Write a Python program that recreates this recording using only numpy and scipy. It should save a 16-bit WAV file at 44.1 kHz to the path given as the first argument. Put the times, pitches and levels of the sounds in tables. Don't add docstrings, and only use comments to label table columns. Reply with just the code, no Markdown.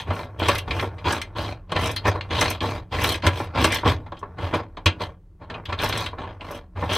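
import sys
import numpy as np
from scipy import signal
from scipy.fft import rfft, irfft, next_fast_len
from scipy.io import wavfile
from scipy.ndimage import uniform_filter1d

SR = 44100
rng = np.random.default_rng(int(sys.argv[2]) if len(sys.argv) > 2 else 0)


def file_out(sig):
    cols = np.atleast_2d(sig).T
    lim = np.clip(cols, -1, 1)
    pcm = np.round(lim * 32767).astype(np.int16)
    wavfile.write(sys.argv[1], SR, pcm)


N = 307377


def amp(db):
    return 10 ** (np.asarray(db) / 20)


def unit(x):
    return x / np.sqrt(np.mean(x ** 2) + 1e-20)


def along(points, hz):
    f, values = np.transpose(points)
    return np.interp(np.log(hz + 1), np.log(f + 1), values)


def filtered(x, response):
    size = next_fast_len(N + SR // 2)
    return irfft(rfft(x, size) * response(np.fft.rfftfreq(size, 1 / SR)), size)[..., :N]


def steadied(x, seconds):
    power = uniform_filter1d(x[0] ** 2, int(seconds * SR))
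    return x / np.sqrt(np.abs(uniform_filter1d(power, int(seconds * SR / 2))) + 1e-12)


# f/Hz, level/dB
RUMBLE_TONE = [(12, -26.5), (20, -29), (38, -0.5), (54, -19.5), (82, -10), (143, -32), (178, -10.5),
               (223, -45), (310, -27.5), (733, -56), (15000, -72.5)]

def distant_rumble():
    return unit(filtered(rng.standard_normal((2, N)), lambda hz: amp(along(RUMBLE_TONE, hz))))


# start/s, crest/s, end/s, floor pan boom/dB, gear grind/dB, cable rasp/dB, strand hiss/dB
PUSHES = [(0.0, -0.001, 0.012, -32, -36, -29.5, -42.5), (0.075, 0.195, 0.25, -39.5, -31, -42, -50.5),
          (0.399, 0.5, 0.57, -24.5, -27, -27.5, -40.5), (0.68, 0.809, 0.872, -26.5, -29.5, -38.5, -45.5),
          (1.053, 1.11, 1.178, -31.5, -24, -25.5, -39), (1.362, 1.386, 1.526, -28.5, -28, -35, -47.5),
          (1.696, 1.725, 1.732, -35.5, -40.5, -46, -63.5), (1.756, 1.861, 1.924, -25, -25.5, -29, -38),
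          (2.055, 2.081, 2.104, -24, -18.5, -23, -36), (2.148, 2.154, 2.18, -27, -27, -46, -59),
          (2.311, 2.435, 2.542, -26, -24.5, -26, -39), (2.614, 2.616, 2.78, -27, -26, -35, -46.5),
          (2.927, 3.108, 3.157, -25.5, -25.5, -27, -33.5), (3.241, 3.274, 3.29, -24, -21, -28, -40),
          (3.305, 3.388, 3.46, -31, -34, -37.5, -46.5), (3.549, 3.557, 3.57, -36.5, -23, -33.5, -57.5),
          (3.575, 3.64, 3.69, -21.5, -19.5, -25.5, -34), (3.703, 3.743, 3.796, -35.5, -28.5, -25, -34.5),
          (3.856, 3.876, 3.92, -17.5, -19, -23.5, -36), (4.383, 4.44, 4.53, -33, -30.5, -40, -56),
          (4.534, 4.542, 4.593, -28, -21.5, -33.5, -50), (5.006, 5.022, 5.05, -32, -27.5, -32.5, -45),
          (5.413, 5.45, 5.45, -42.5, -40.5, -56.5, -83), (5.499, 5.566, 5.61, -44, -34.5, -59, -76),
          (5.693, 5.742, 5.7, -26.5, -29, -37.5, -48), (5.793, 5.841, 5.9, -29, -28, -27, -34.5),
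          (5.893, 5.991, 6.075, -31, -29, -30.5, -41.5), (6.185, 6.193, 6.31, -37, -31.5, -45, -78),
          (6.414, 6.574, 6.59, -50, -36, -45.5, -52.5), (6.765, 6.821, 6.94, -27, -33.5, -44.5, -56.5),
          (6.897, 6.962, 7.18, -30.5, -24.5, -24.5, -32)]
# swell/dB, share of the way to the crest where it tops out, sag/dB, release t60/s
PUSH_SHAPES = [(2.2, 0.56, 5, 0.45), (2.4, .97, 7.5, .19), (6.4, 1, 9, .16), (19, 1, 12, 0.09)]
# t/s, level/dB
HAND_WEIGHT = [(0, 1), (1.1, 5.5), (1.65, -11.5), (2.1, 9.5), (2.88, -14), (3.5, 5.5), (4.05, -2.5),
               (4.33, -1.5), (4.72, -10.5), (5.1, 4), (5.2, -25.5), (5.38, -24), (5.5, -3), (6.1, 0),
               (6.6, -2), (6.7, -19.5), (6.97, 2)]
# boom/dB, grind/dB, rasp/dB, hiss/dB
MUTTER_LEVELS = [-41, -48, -73, -81.5]

def cranking(attack_s=0.044, roundness=1.45):
    t = np.arange(0, N, 32) / SR
    weight_db = np.interp(t, *np.transpose(HAND_WEIGHT))
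    power = amp(np.add.outer(MUTTER_LEVELS, weight_db)) ** 2
    for start, crest, end, *levels in PUSHES:
        for part, (db, (swell_db, share, sag_db, t60)) in enumerate(zip(levels, PUSH_SHAPES)):
            top = start + share * (crest - start)
            early = np.clip((top - t) / max(top - start, 1 / SR), 0, 1) ** roundness
            late = np.clip((t - top) / max(end - top, 1 / SR), 0, 1) ** roundness
            outside = np.maximum(start - t, 0) / attack_s + np.maximum(t - end, 0) / t60
            power[part] += amp(db - swell_db * early - sag_db * late - 60 * outside) ** 2
    return [np.interp(np.arange(N) / SR, t, np.sqrt(p)) for p in power]


def slips(per_s, spread_db, t60):
    releases = rng.random(N) < per_s / SR
    sizes = amp(spread_db * np.clip(rng.standard_normal(N), -2, 2))
    fade = amp(-60 * np.arange(SR // 4) / SR / t60)
    energy = np.abs(signal.fftconvolve(releases * sizes ** 2, fade ** 2)[:N])
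    return np.sqrt(energy + 0.27 * energy.mean()) * rng.standard_normal((2, N))


def wandering(x, depth_db):
    spectra = signal.stft(x, nperseg=512)[2]
    drift = rng.standard_normal(spectra.shape[1:])
    for _ in range(2):
        drift = uniform_filter1d(uniform_filter1d(drift, size=6, axis=0), size=7, axis=1)
    return signal.istft(spectra * amp(depth_db * unit(drift)), nperseg=512)[1][:, :N]


# f/Hz, width/Hz, boost/dB
FRAME_RINGS = [(168, 23, 8.5), (245.2, 44, 8), (316.4, 36, 7.5), (444, 68, 2), (576, 42, 4.5),
               (906, 56, 5.5), (1078, 232, 12.5), (1358, 32, 9), (1460, 7.8, 8.5), (1635, 25, 7.5),
               (1779, 110, 5), (2090, 73, 6), (2352, 31, 8.5), (2519, 75, 5), (2770, 21, 7.5),
               (3276, 344, 6.5), (3836, 47, 8), (4195, 73, 7), (4915, 240, 9), (6340, 110, 3.5),
               (6310, 69, 5.5), (8020, 970, 7.5), (11090, 405, 4.5), (12300, 1500, 8.5)]

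def through_frame(force, tone, size=8192):
    hz = np.fft.rfftfreq(size, 1 / SR)
    frame_db = sum(boost / (1 + (2 * (hz - f) / width) ** 2) for f, width, boost in FRAME_RINGS)
    cepstrum = irfft(np.log(amp(along(tone, hz) + frame_db)))
    cepstrum[1:size // 2] *= 2
    cepstrum[size // 2 + 1:] = 0
    ring = irfft(np.exp(rfft(cepstrum)))
    return signal.fftconvolve(force, ring[None] / np.linalg.norm(ring), axes=1)[:, :N]


# f/Hz, level/dB
PAN_TONE = [(25, -47.5), (50, -16), (72, -6), (92, 1), (104, -2.5), (120, -14), (145, -19), (300, -79.5)]
GEAR_TONE = [(70, -28.5), (140, -1), (210, -5), (400, 0.5), (750, 0.5), (1100, -8.5), (1500, -8),
             (2300, -17.5), (6000, -89)]
STEEL_TONE = [(150, -35.5), (500, -32), (1100, -5.5), (1600, 0), (2500, 1.5), (3400, 0.5), (4300, -1.5),
              (5200, -15), (6400, -16.5), (7500, -26), (10000, -32), (14000, -56)]
STRAND_TONE = [(2000, -49.5), (4000, -23.5), (5500, 16), (7200, -1.5), (10000, 3.5), (12000, -7.5),
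               (14000, 2.5), (16000, -12)]

def winding(boom, grind, rasp, hiss):
    judder = slips(per_s=170, spread_db=2.5, t60=0.034)
    scrape = wandering(judder, depth_db=3.2)
    crackle = wandering(slips(per_s=90, spread_db=2.8, t60=0.022), depth_db=3.5)
    pan = steadied(through_frame(rng.standard_normal((2, N)), PAN_TONE), 0.065)
    gears = steadied(through_frame(judder, GEAR_TONE), 0.04)
    cable = steadied(through_frame(scrape, STEEL_TONE), 0.033)
    catching = hiss / (hiss + amp(-44))
    sliding = catching * unit(crackle) + (1 - catching) * rng.standard_normal((2, N))
    strands = steadied(through_frame(sliding, STRAND_TONE), 0.12)
    return (amp(-1.5) * boom * pan + amp(-2) * grind * gears
            + amp(-0.7) * rasp * cable + amp(-3) * hiss * strands)


def blows(hits, tone, gain_db, ring, width_hz, rise_s, tail_db, tail_t60):
    force, t = np.zeros((2, N + SR)), np.arange(SR // 3) / SR
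    for s, db, hz, t60 in hits:
        fade = amp(-60 * t / t60) + amp(tail_db - 60 * t / tail_t60)
        shape = fade * (1 - np.exp(-t / rise_s))
        chatter = rng.standard_normal((2, len(t)))
        ringing = unit(signal.lfilter(*signal.iirpeak(hz, hz / width_hz, SR), chatter))
        burst = shape * (chatter + ring * ringing)
        burst *= np.linalg.norm(shape) / np.linalg.norm(burst[0])
        start = round(s * SR)
        force[:, start:start + len(t)] += amp(db + gain_db) * burst
    return through_frame(force, tone)


# t/s, level/dB, f/Hz
ROD_KNOCKS = [(0.105, -15, 1070), (0.416, -13, 448), (0.485, -7.5, 1110), (0.824, -13.5, 437),
              (1.068, -13, 1030), (1.718, -14.5, 1020), (1.76, -13.5, 900), (2.413, -11, 1090),
              (2.635, -17.5, 879), (3.038, -15.5, 910), (3.266, -13, 1023), (3.399, -16, 990),
              (3.642, -10, 1159), (3.83, -17, 894), (3.858, -8, 1120), (4.062, -33, 860),
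              (4.12, -23.5, 1060), (4.227, -22, 1070), (4.538, -12.5, 1074), (4.77, -25, 920),
              (4.859, -12, 269), (5.722, -18, 1160), (5.834, -14, 900), (6.13, -27, 1040),
              (6.505, -25, 578.3), (6.823, -12, 830)]

def rod_knocks(t60=0.067):
    take_ups = [(start, grind_db + 3.5, 980) for start, _, _, _, grind_db, _, _ in PUSHES]
    hits = [(*row, t60) for row in ROD_KNOCKS + take_ups]
    return blows(hits, GEAR_TONE, gain_db=-6, ring=0.11, width_hz=130,
                 rise_s=0.002, tail_db=-12, tail_t60=0.24)


# t/s, level/dB, f/Hz, t60/s
STEEL_CLANKS = [(0.104, -25.5, 2300, 0.055), (0.4838, -13.5, 2480, .13), (0.554, -15, 2160, 0.034),
                (0.5838, -18, 2770, 0.057), (0.707, -17, 2340, 0.072), (0.796, -16, 3000, 0.026),
                (0.982, -36.5, 2080, 0.12), (1.2147, -17.5, 2020, .049), (1.7187, -18, 3080, 0.039),
                (1.7625, -11, 1760, 0.02848), (2.2095, -20, 4400, .02), (2.4115, -9.5, 2070, 0.043),
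                (2.605, -17.5, 3210, 0.037), (3.042, -10, 2550, .05), (3.09, -15, 4600, .024),
                (3.1423, -16, 2130, 0.05), (3.2214, -22.5, 1900, .046), (3.265, -7, 1650, .061),
                (3.642, -5.5, 1710, .044), (3.7196, -20, 2150, .088), (4.062, -42, 1990, 0.067),
                (4.12, -30.5, 3270, 0.025), (4.168, -40, 3300, 0.084), (4.228, -42, 2500, 0.038),
                (4.5385, -20, 2360, 0.062), (4.769, -29.5, 1720, .058), (4.8588, -6, 2778, 0.096),
                (5.4989, -27.5, 1810, 0.081), (5.6543, -24, 3270, 0.053), (5.7251, -19, 1712, 0.062),
                (5.833, -17, 1770, 0.055), (5.925, -11.5, 4280, 0.033), (6.061, -18, 3150, 0.047)]

def steel_clanks():
    clinks = [(start, rasp_db, 2500, 0.099) for start, _, _, _, _, rasp_db, _ in PUSHES]
    return blows(STEEL_CLANKS + clinks, STEEL_TONE, gain_db=-7.5, ring=0.24, width_hz=400,
                 rise_s=0.0012, tail_db=-17, tail_t60=0.17)


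# t/s, level/dB, f/Hz
STRAND_SNAPS = [(0.394, -37, 13500), (0.4834, -22.5, 7900), (0.5504, -29, 10860), (0.5812, -25.5, 11500),
                (1.1234, -25, 8300), (1.215, -31.5, 8000), (1.7178, -38.5, 8300), (1.914, -32, 11000),
                (1.9605, -29.5, 10700), (2.4092, -18.5, 7160), (2.5009, -21.5, 11600),
                (3.038, -18.5, 13060), (3.0898, -23.5, 13160), (3.265, -23, 7880), (3.6418, -18, 7900),
                (3.7208, -24.5, 8440), (3.744, -23.5, 13500), (4.1906, -50, 7440), (4.5428, -39, 8600),
                (4.8579, -23.5, 6680), (5.652, -48, 13700), (5.8896, -26.5, 12930), (5.975, -27, 8240),
                (6.06, -41, 8570), (6.511, -36.5, 12950)]

def strand_snaps(hiss, strays_per_s=24, low_hz=6940, high_hz=13800, t60=0.047):
    strays = []
    for when, size, pitch in rng.random((int(strays_per_s * N / SR), 3)):
        hiss_db = 20 * np.log10(hiss[int(when * N)])
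        scatter_db = 2.5 * (2 * size - 1)
        strays.append((when * N / SR, hiss_db + 6 + scatter_db, low_hz + pitch * (high_hz - low_hz)))
    hits = [(*row, t60) for row in STRAND_SNAPS + strays]
    return blows(hits, STRAND_TONE, gain_db=-4.5, ring=1, width_hz=2200,
                 rise_s=0.001, tail_db=-20, tail_t60=0.14)


# t/s, level/dB
HOIST_JOLTS = [(0.087, -20.5), (1.063, -20.5), (2.082, -17.5), (3.263, -15), (3.874, -16.5), (4.433, -22.5),
               (4.858, -14.5), (5.726, -24.5)]

def floor_thumps(pan_hz=90.9, t60=0.14, rise_s=0.015, gain_db=2.5):
    swing, t = np.zeros(N + SR), np.arange(SR // 2) / SR
    note = np.sin(2 * np.pi * pan_hz * t) * amp(-60 * t / t60) * (1 - np.exp(-t / rise_s))
    for s, db in HOIST_JOLTS:
        swing[round(s * SR):][:len(t)] += amp(db + gain_db) * note / note.max()
    return np.array([swing[:N], np.zeros(N)])


# t/s, level/dB, f/Hz, t60/s
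STEEL_PINGS = [(0.7955, -15.5, 1670, 0.041), (1.9622, -16, 4420, .095), (2.2093, -17.5, 2224, 0.019),
               (5.5406, -28.5, 2620, 0.055), (5.788, -21, 3750, 0.067), (6.4077, -28, 2660, 0.037)]

def steel_pings():
    return blows(STEEL_PINGS, STEEL_TONE, gain_db=-9, ring=0.96, width_hz=390,
                 rise_s=0.001, tail_db=-25, tail_t60=0.15)


# f/Hz, t60/s
ECHO_TIMES = [(100, 0.84), (400, 0.33), (1100, 0.1), (3000, 0.13), (8000, 0.019), (15000, 0.014)]

def underbody_echo(x):
    hz, t, spectra = signal.stft(rng.standard_normal((2, SR // 2)), SR, nperseg=256)
    fade = amp(-60 * t / along(ECHO_TIMES, hz)[:, None])
    tail = signal.istft(spectra * fade, SR, nperseg=256)[1]
    trapped = signal.sosfilt(signal.butter(2, 400, "high", fs=SR, output="sos"), x[0])
    delayed = np.pad(trapped, (SR // 300, 0))
    return signal.fftconvolve(delayed[None], tail / np.linalg.norm(tail[0]), axes=1)[:, :N]


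# f/Hz, side gain/dB
STEREO_WIDTH = [(100, -34.5), (500, -23.5), (1000, -23.5), (2000, -19.5), (4000, -10.5), (8000, -4.5),
                (13000, 0)]
# f/Hz, left over right/dB
STEREO_LEAN = [(1000, 0), (2500, 0.5), (4400, 2), (8000, -2), (15000, -1)]

def scene():
    boom, grind, rasp, hiss = cranking()
    hoist = winding(boom, grind, rasp, hiss)
    hoist += rod_knocks() + steel_clanks() + strand_snaps(hiss) + floor_thumps() + steel_pings()
    mid, side = hoist + amp(-12.5) * underbody_echo(hoist) + amp(-47.5) * distant_rumble()
    side = filtered(side, lambda hz: amp(along(STEREO_WIDTH, hz)))
    ears = np.array([mid + side, mid - side])
    return filtered(ears, lambda hz: amp(np.outer([0.5, -0.5], along(STEREO_LEAN, hz))))


def record(dry):
    return filtered(dry, lambda hz: hz < 15950)


dry = scene()
out = record(dry)
file_out(out)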